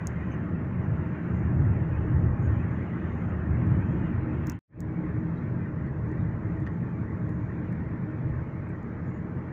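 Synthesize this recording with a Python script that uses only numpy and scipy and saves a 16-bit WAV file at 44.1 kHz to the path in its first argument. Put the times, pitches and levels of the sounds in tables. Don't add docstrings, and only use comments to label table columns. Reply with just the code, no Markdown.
import sys
import numpy as np
from scipy import signal
from scipy.fft import rfft, irfft
from scipy.io import wavfile
from scipy.ndimage import uniform_filter1d

SR = 44100
rng = np.random.default_rng(int(sys.argv[2]) if len(sys.argv) > 2 else 0)


def pcm_store(signal):
    levels = np.round(np.clip(np.atleast_2d(signal), -1, 1) * 32767)
    wavfile.write(sys.argv[1], SR, levels.astype(np.int16).T)


N = 419832

# time in seconds, boom level in dB.
ROAD_SHAKE = [(0.1, -31), (0.5, -29), (0.7, -29.5), (0.93, -24), (1.2, -32.5), (1.45, -23), (1.62, -20.5),
              (1.87, -28.5), (2.1, -21.5), (2.33, -20), (2.6, -25), (2.9, -30), (3.35, -28), (3.62, -24),
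              (3.9, -25), (4.25, -26.5), (4.45, -27), (5.0, -31.5), (5.28, -32), (5.47, -30.5),
              (5.75, -32.5), (6.15, -28.5), (6.35, -30), (6.55, -30), (6.9, -33.5), (7.3, -31),
              (7.6, -32.5), (8.0, -34), (8.32, -29), (8.65, -34.5), (9.05, -33.5), (9.3, -33.5),
              (9.5, -33.5)]
# pitch in Hz, width in Hz, average (rms) level in dB at the usual shake or upper level.
BODY_MODES = [
    [(52.3, 28, -50), (73.4, 7.6, -39.5), (84.8, 25, -38.5), (124.6, 27, -37), (169.9, 20, -37.5),
     (197.4, 24, -40.5), (237.5, 11, -44.5), (255.5, 17, -52), (303.4, 36, -43), (358, 47, -51)],
    [(30, 30, -59), (52, 15, -48.5), (76.6, 14, -40), (95, 25, -37), (128.2, 25, -34), (171.3, 21, -36.5),
     (205.4, 24, -44.5), (234.3, 26.4, -41), (308.5, 22.1, -41.5), (401, 110, -50)],
]
# time in seconds, level in dB.
UPPER_BOOM = [
    [(0.2, -36), (0.55, -33.5), (1.24, -33.5), (1.58, -30.5), (1.93, -33.5), (2.27, -30.5), (2.62, -33),
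     (3.31, -34.5), (3.66, -30), (3.85, -31.5), (4.1, -30.5), (4.4, -33)],
    [(5.0, -37), (6.6, -37), (7.4, -38), (7.8, -36), (8.2, -38.5), (8.6, -39.5), (9.0, -38), (9.4, -37.5)],
]
# pitch in Hz, relative dB per Hz.
ROAR_COLOUR = [
    [(300, -7), (400, -1.5), (570, -6.5), (750, -11.5), (900, -10.5), (1670, -13.5), (1900, -14),
     (2700, -27), (3000, -34), (3400, -43), (4600, -55.5)],
    [(300, -15.5), (400, 2.5), (540, -2), (650, -4.5), (730, -10.5), (860, -6.5), (1440, -11), (1900, -10),
     (2250, -16), (2960, -34.5), (4600, -47.5)],
]
# pitch in Hz, width in Hz, lift in dB.
PANEL_LIFTS = [(567, 20, -1), (632, 40, 4), (811.6, 22, 4.5), (891.4, 13, 7), (1082, 79, 3), (1254, 13, 6),
               (1374, 16, 5.5), (1540, 22, 6), (1840, 31, 4), (3100, 40, 3)]
# time in seconds, level in dB.
ROAR_EDGE = [
    [(0.2, -64.5), (0.89, -72), (1.24, -64), (1.58, -74.5), (1.93, -67), (2.27, -76.5), (2.62, -66.5),
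     (2.97, -64), (3.5, -70), (4.0, -66), (4.3, -65.5), (4.45, -67), (4.52, -56), (4.58, -58.5)],
    [(4.76, -68), (4.86, -75), (4.95, -75), (5.4, -71.5), (5.8, -75.5), (6.2, -76.5), (7.0, -73.5),
     (7.4, -75), (7.8, -71), (8.2, -75), (8.6, -75), (9.4, -75)],
]
# pitch in Hz, relative dB per Hz.
HISS_COLOUR = [(3500, -1), (4300, 0.5), (5500, 2), (6900, 1), (7500, -5), (8200, -11.5), (11000, -13.5),
               (14100, -14.5), (14300, -5.5), (15400, -3), (15700, -25.5), (16700, -26.5)]
# pitch in Hz, width in Hz, strength in dB.
CASE_MODES = [(6700, 1200, -1.5), (10600, 4500, -17), (5100, 2200, -12.5)]
# start in seconds, peak in dB, pitch of its own ring in Hz,
# ring strength in dB, dull body strength in dB, bright top strength in dB.
TICK_EVENTS = [(0.0712, -23.5, 6840, 2, -24, -18), (.107, -59, 14500, -2, -8, -6),
               (.161, -71, 10500, 9, -21, -18), (.328, -68, 9000, 0, -21, -15),
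               (2.798, -77, 14100, 7, -18, -5), (3.669, -61, 7830, 0, -21, -15),
               (4.465, -56, 6200, 0, -25, -4), (4.4707, -35, 5960, -3.5, -17, -7),
               (4.498, -26.5, 5800, 2, -37, -2), (4.5196, -44, 6500, -2, -30, -9),
               (4.805, -39.5, 7500, -3, -21, -3), (5.862, -66, 4700, 5, -3, -15),
               (5.866, -68, 7600, 6, -8, -15), (6.113, -64, 9300, -1, -2, -15),
               (6.118, -58, 7300, 1, -6, -15), (6.603, -57, 8260, -1, 0, -15),
               (6.620, -64, 7300, 4, -19, -15), (7.292, -56, 7100, 2, 0, -12),
               (7.294, -61, 10200, 4, -20, -11), (7.726, -57, 9200, 6, -3, -15),
               (7.859, -73, 8200, 2, -1, -5), (8.115, -68, 6300, -4, -2, -15),
               (8.691, -62, 8100, 9, -3, -8), (8.829, -62, 8500, 1, 1, -15), (8.831, -68, 6100, 6, -9, -15)]
# middle in seconds, half length in seconds, pitch in Hz,
# level in dB before the swell and fade.
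SQUEAK_EVENTS = [(0.33, 0.032, 6240, -69.5), (0.84, 0.029, 6040, -83), (2.45, 0.046, 6700, -72),
                 (3.065, 0.19, 3610, -78.5), (4.555, .02, 6940, -74), (4.73, 0.016, 1800, -47),
                 (5.378, .025, 3870, -71), (6.09, .02, 6350, -80), (5.878, .02, 4320, -79),
                 (6.206, .04, 3700, -78), (6.74, .025, 3150, -79), (6.73, .04, 7000, -87),
                 (9.045, .05, 5350, -86), (9.084, 0.042, 6850, -79), (9.161, 0.046, 6800, -77)]
# start in seconds, peak in dB.
KNOCK_BLOWS = [(6.664, -34), (6.670, -34), (6.678, -53)]
# pitch in Hz, width in Hz, strength in dB.
DASH_MODES = [(1830, 280, 3.5), (1190, 500, -4), (2700, 290, -14), (3230, 210, -19), (4600, 610, -27),
              (5800, 1300, -31)]
# time in seconds, level in dB.
BUZZ_LEVEL = [(0.2, -85), (0.55, -91.5), (0.9, -90), (1.58, -81.5), (1.93, -88), (2.3, -82.5),
              (2.62, -83.5), (2.97, -88), (4.0, -86.5), (4.35, -90.5), (4.48, -84), (4.55, -86.5),
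              (4.82, -91), (5.4, -92), (5.8, -99.5), (6.2, -93), (7.1, -90.5), (7.4, -87.5), (7.8, -99),
              (8.6, -99), (9.4, -99)]

CHANGE_S = 4.65
USUAL_SHAKE_DB = -30
UPPER_FROM_HZ, USUAL_UPPER_DB = 150, (-34, -36)
ROAR_DB, ROAR_PER_SHAKE = (-43.5, -45.5), 0.2
EASE_FROM_S, EASE_DB_PER_S = 9.1, 0.7
EDGE_HZ, USUAL_EDGE_DB = 2400, (-67.5, -72.5)
HISS_DB, HISS_PATCH_DB = -84, 1.6
WHINE_HZ, WHINE_DB = 14300, -96
SQUEAK_WIDTH, SQUEAK_WAVERS = 0.06, 10
RING_HZ, FAINT_RING_HZ, FAINT_BELOW_DB = 1110, 450, -52
TICK_BODY_HZ, TICK_BODY_WIDTH_HZ = 4200, 2200
TICK_TOP_HZ, TICK_TOP_WIDTH_HZ = 14700, 940
TICK_TAIL_S, TAIL_S_PER_DB = 0.06, 0.001
TAIL_DB = -46
FADE_OUT_S, FADE_OUT_LENGTH_S, FADE_OUT_POWER = 4.491, 0.17, 2.1
CUT_S, AFTER_CUT_DB, AFTER_CUT_DB_PER_S = 4.5905, -30, 700
FADE_IN_S, FADE_IN_LENGTH_S, FADE_POWER = 4.672, 0.27, 2.2
TOP_HZ = 16700


def undb(db):
    return 10 ** (np.asarray(db) / 20)


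def level(x, db):
    return x * undb(db) / np.sqrt(np.mean(x ** 2))


def curve(rows, column):
    rows = np.array(rows)
    return np.interp(np.arange(N) / SR, rows[:, 0], rows[:, column])


def walk(rate):
    hold = int(SR / rate)
    steps = np.repeat(rng.standard_normal(N // hold + 1), hold)
    smooth = uniform_filter1d(uniform_filter1d(steps, hold), hold)
    return 1.3 * smooth[:N]


def mode(x, hz, width_hz):
    return signal.lfilter(*signal.iirpeak(hz, hz / width_hz, fs=SR), x)


def ring_through(x, modes):
    hz = np.arange(513) * SR / 1024
    power = sum((undb(db) / (1 + (2 * (hz - centre) / width) ** 2)) ** 2 for centre, width, db in modes)
    cepstrum = irfft(0.5 * np.log(power))
    cepstrum[1:512] *= 2
    cepstrum[513:] = 0
    response = irfft(np.exp(rfft(cepstrum)))
    return signal.fftconvolve(x, response)[:len(x)]


def bands(spectrum, lifts, shared_db, own_db, patch_hz, patch_s):
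    hz, s, cells = signal.stft(rng.standard_normal(N + SR // 5), SR, nperseg=2048, noverlap=1536)
    points = np.array(spectrum)
    colour_db = np.interp(np.log(hz + 1), np.log(points[:, 0]), points[:, 1], -200, -200)
    colour_db += sum(db / (1 + (2 * (hz - centre) / width) ** 2) for centre, width, db in lifts)
    patches = rng.standard_normal(cells.shape)
    for _ in range(2):
        patches = uniform_filter1d(patches, max(int(patch_hz / hz[1]), 1), axis=0)
        patches = uniform_filter1d(patches, max(int(patch_s / s[1]), 1), axis=1)
    depth_db = own_db * np.clip(hz / 2500, 0.3, 1.2) * np.clip(1 - (hz - 3300) / 2000, 0.6, 1)
    patches_db = depth_db[:, None] * patches / patches.std()
    cells = cells * undb(colour_db[:, None] + patches_db)
    noise = signal.istft(cells, SR, nperseg=2048, noverlap=1536)[1]
    noise = noise[SR // 10:SR // 10 + N]
    return level(noise * undb(shared_db), 0)


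def microphone_hiss():
    return bands(HISS_COLOUR, [], 0.67 * walk(22), HISS_PATCH_DB, 300, 0.03) * undb(HISS_DB)


def whine(t, first):
    whine_db = WHINE_DB - 8 * ~first
    return undb(whine_db) * np.sin(2 * np.pi * WHINE_HZ * t)


def squeaks():
    out = np.zeros(N)
    for middle_s, half_s, hz, db in SQUEAK_EVENTS:
        width = min(SQUEAK_WIDTH * hz, SQUEAK_WAVERS / half_s)
        n = int(half_s * 2 * SR)
        thin = mode(mode(rng.standard_normal(n), hz, width), hz, width)
        start = int((middle_s - half_s) * SR)
        out[start:start + n] += level(thin, db) * np.hanning(n)
    return out


def knocks():
    out, t = np.zeros(N), np.arange(SR // 10) / SR
    for s, db in KNOCK_BLOWS:
        blow = 1.6 * (t == 0) + rng.standard_normal(len(t)) * np.exp(-t / 0.0051)
        rung = 0
        for hz, width, strength_db in DASH_MODES:
            narrow = mode(blow, hz, width)
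            steep = mode(mode(narrow, hz, 2 * width), hz, 2 * width)
            rung = rung + undb(strength_db) * steep
        start = int(s * SR)
        out[start:start + len(t)] += rung * undb(db) / np.max(np.abs(rung))
    return out


def ticks():
    out, t = np.zeros(N + SR), np.arange(SR // 5) / SR
    for s, db, hz, ring_db, body_db, top_db in TICK_EVENTS:
        noise = rng.standard_normal(len(t))
        click = (t == 0) + 0.15 * noise * np.exp(-t / 0.00065)
        tail_s = max(TICK_TAIL_S + TAIL_S_PER_DB * (db + 31), 0.005)
        tail_db = TAIL_DB - 0.42 * (db + 14.5)
        tail = undb(tail_db) * noise * np.exp(-np.log(1000) * t / tail_s)
        ring_width = RING_HZ if db > FAINT_BELOW_DB else FAINT_RING_HZ
        own_modes = [(hz, ring_width, ring_db),
                     (TICK_BODY_HZ, TICK_BODY_WIDTH_HZ, body_db),
                     (TICK_TOP_HZ, TICK_TOP_WIDTH_HZ, top_db)]
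        rung = ring_through(click + 0.36 * tail, CASE_MODES + own_modes)
        port_tail = mode(mode(tail, 6400, 2600), 6400, 2600)
        tick = rung + port_tail
        start = int(s * SR)
        out[start:start + len(t)] += tick * undb(db) / np.max(np.abs(tick))
    return out[:N]


def trim_buzz():
    happens = rng.random(N) < 1200 / SR
    size_db = np.minimum(-3 * np.log(1 - rng.random(N)), 11)
    sign = np.sign(rng.standard_normal(N))
    contacts = happens * undb(size_db + 2.5 * walk(12)) * sign
    rung = mode(ring_through(contacts, CASE_MODES), 6200, 2000)
    return level(rung, 0) * undb(curve(BUZZ_LEVEL, column=1))


def thin_top(roar, edge_db):
    high_pass = signal.butter(2, EDGE_HZ, "high", fs=SR, output="sos")
    top = signal.sosfiltfilt(high_pass, roar, padlen=SR // 20)
    return roar + (undb(edge_db) - 1) * top


def tyre_roar(t, first, shake_db):
    ease_db = EASE_DB_PER_S * np.maximum(t - EASE_FROM_S, 0)
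    roar_db = np.where(first, *ROAR_DB) + ROAR_PER_SHAKE * (shake_db - USUAL_SHAKE_DB) - ease_db
    surface_db = 0.18 * walk(7.6)
    stretches = [bands(colour, PANEL_LIFTS, surface_db, 3.18, 130, 0.04) for colour in ROAR_COLOUR]
    roar = np.where(first, *stretches) * undb(roar_db)
    edges_db = [curve(rows, column=1) - usual_db for rows, usual_db in zip(ROAR_EDGE, USUAL_EDGE_DB)]
    return thin_top(roar, np.where(first, *edges_db))


def boom(modes, shake_db, upper_db):
    shake = rng.standard_normal(N) * undb(0.2 * walk(16))
    rung = 0
    for k, (hz, width, db) in enumerate(modes):
        share = np.clip(1.3 - abs(hz - 95) / 250, 0.2, 1.15)
        follow_db = share * (shake_db - USUAL_SHAKE_DB) if hz < UPPER_FROM_HZ else upper_db
        swell_db = follow_db + 0.71 * walk(4)
        ring = mode(mode(shake, hz, 1.66 * width), hz, 1.66 * width)
        rung = rung + (-1) ** k * undb(swell_db) * level(ring, db)
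    return signal.sosfilt(signal.butter(3, 700, fs=SR, output="sos"), rung)


def road_boom(first, shake_db):
    stretches = []
    for modes, rows, usual_db in zip(BODY_MODES, UPPER_BOOM, USUAL_UPPER_DB):
        stretches.append(boom(modes, shake_db, curve(rows, column=1) - usual_db))
    return np.where(first, *stretches)


def join_gains(t):
    out = np.clip(1 - (t - FADE_OUT_S) / FADE_OUT_LENGTH_S, 0, 1) ** FADE_OUT_POWER
    rise = np.clip((t - FADE_IN_S) / FADE_IN_LENGTH_S, 0, 1)
    back = np.sin(np.pi / 2 * rise) ** FADE_POWER
    late = np.maximum(t - CUT_S, 0)
    dying = out * undb(AFTER_CUT_DB - AFTER_CUT_DB_PER_S * late)
    boom_gain = np.where(late > 0, back + dying, out)
    rest_gain = np.where(late > 0, back, out)
    return boom_gain, rest_gain


def scene():
    t = np.arange(N) / SR
    first = t < CHANGE_S
    shake_db = curve(ROAD_SHAKE, column=1)
    background = microphone_hiss() + whine(t, first)
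    trim = squeaks() + knocks() + trim_buzz()
    rest = background + trim + tyre_roar(t, first, shake_db)
    low = road_boom(first, shake_db)
    boom_gain, rest_gain = join_gains(t)
    return (low * boom_gain + rest * rest_gain + ticks())[None]


def record(dry):
    return signal.sosfilt(signal.ellip(8, 0.2, 70, TOP_HZ, fs=SR, output="sos"), dry)


dry = scene()
out = record(dry)
pcm_store(out)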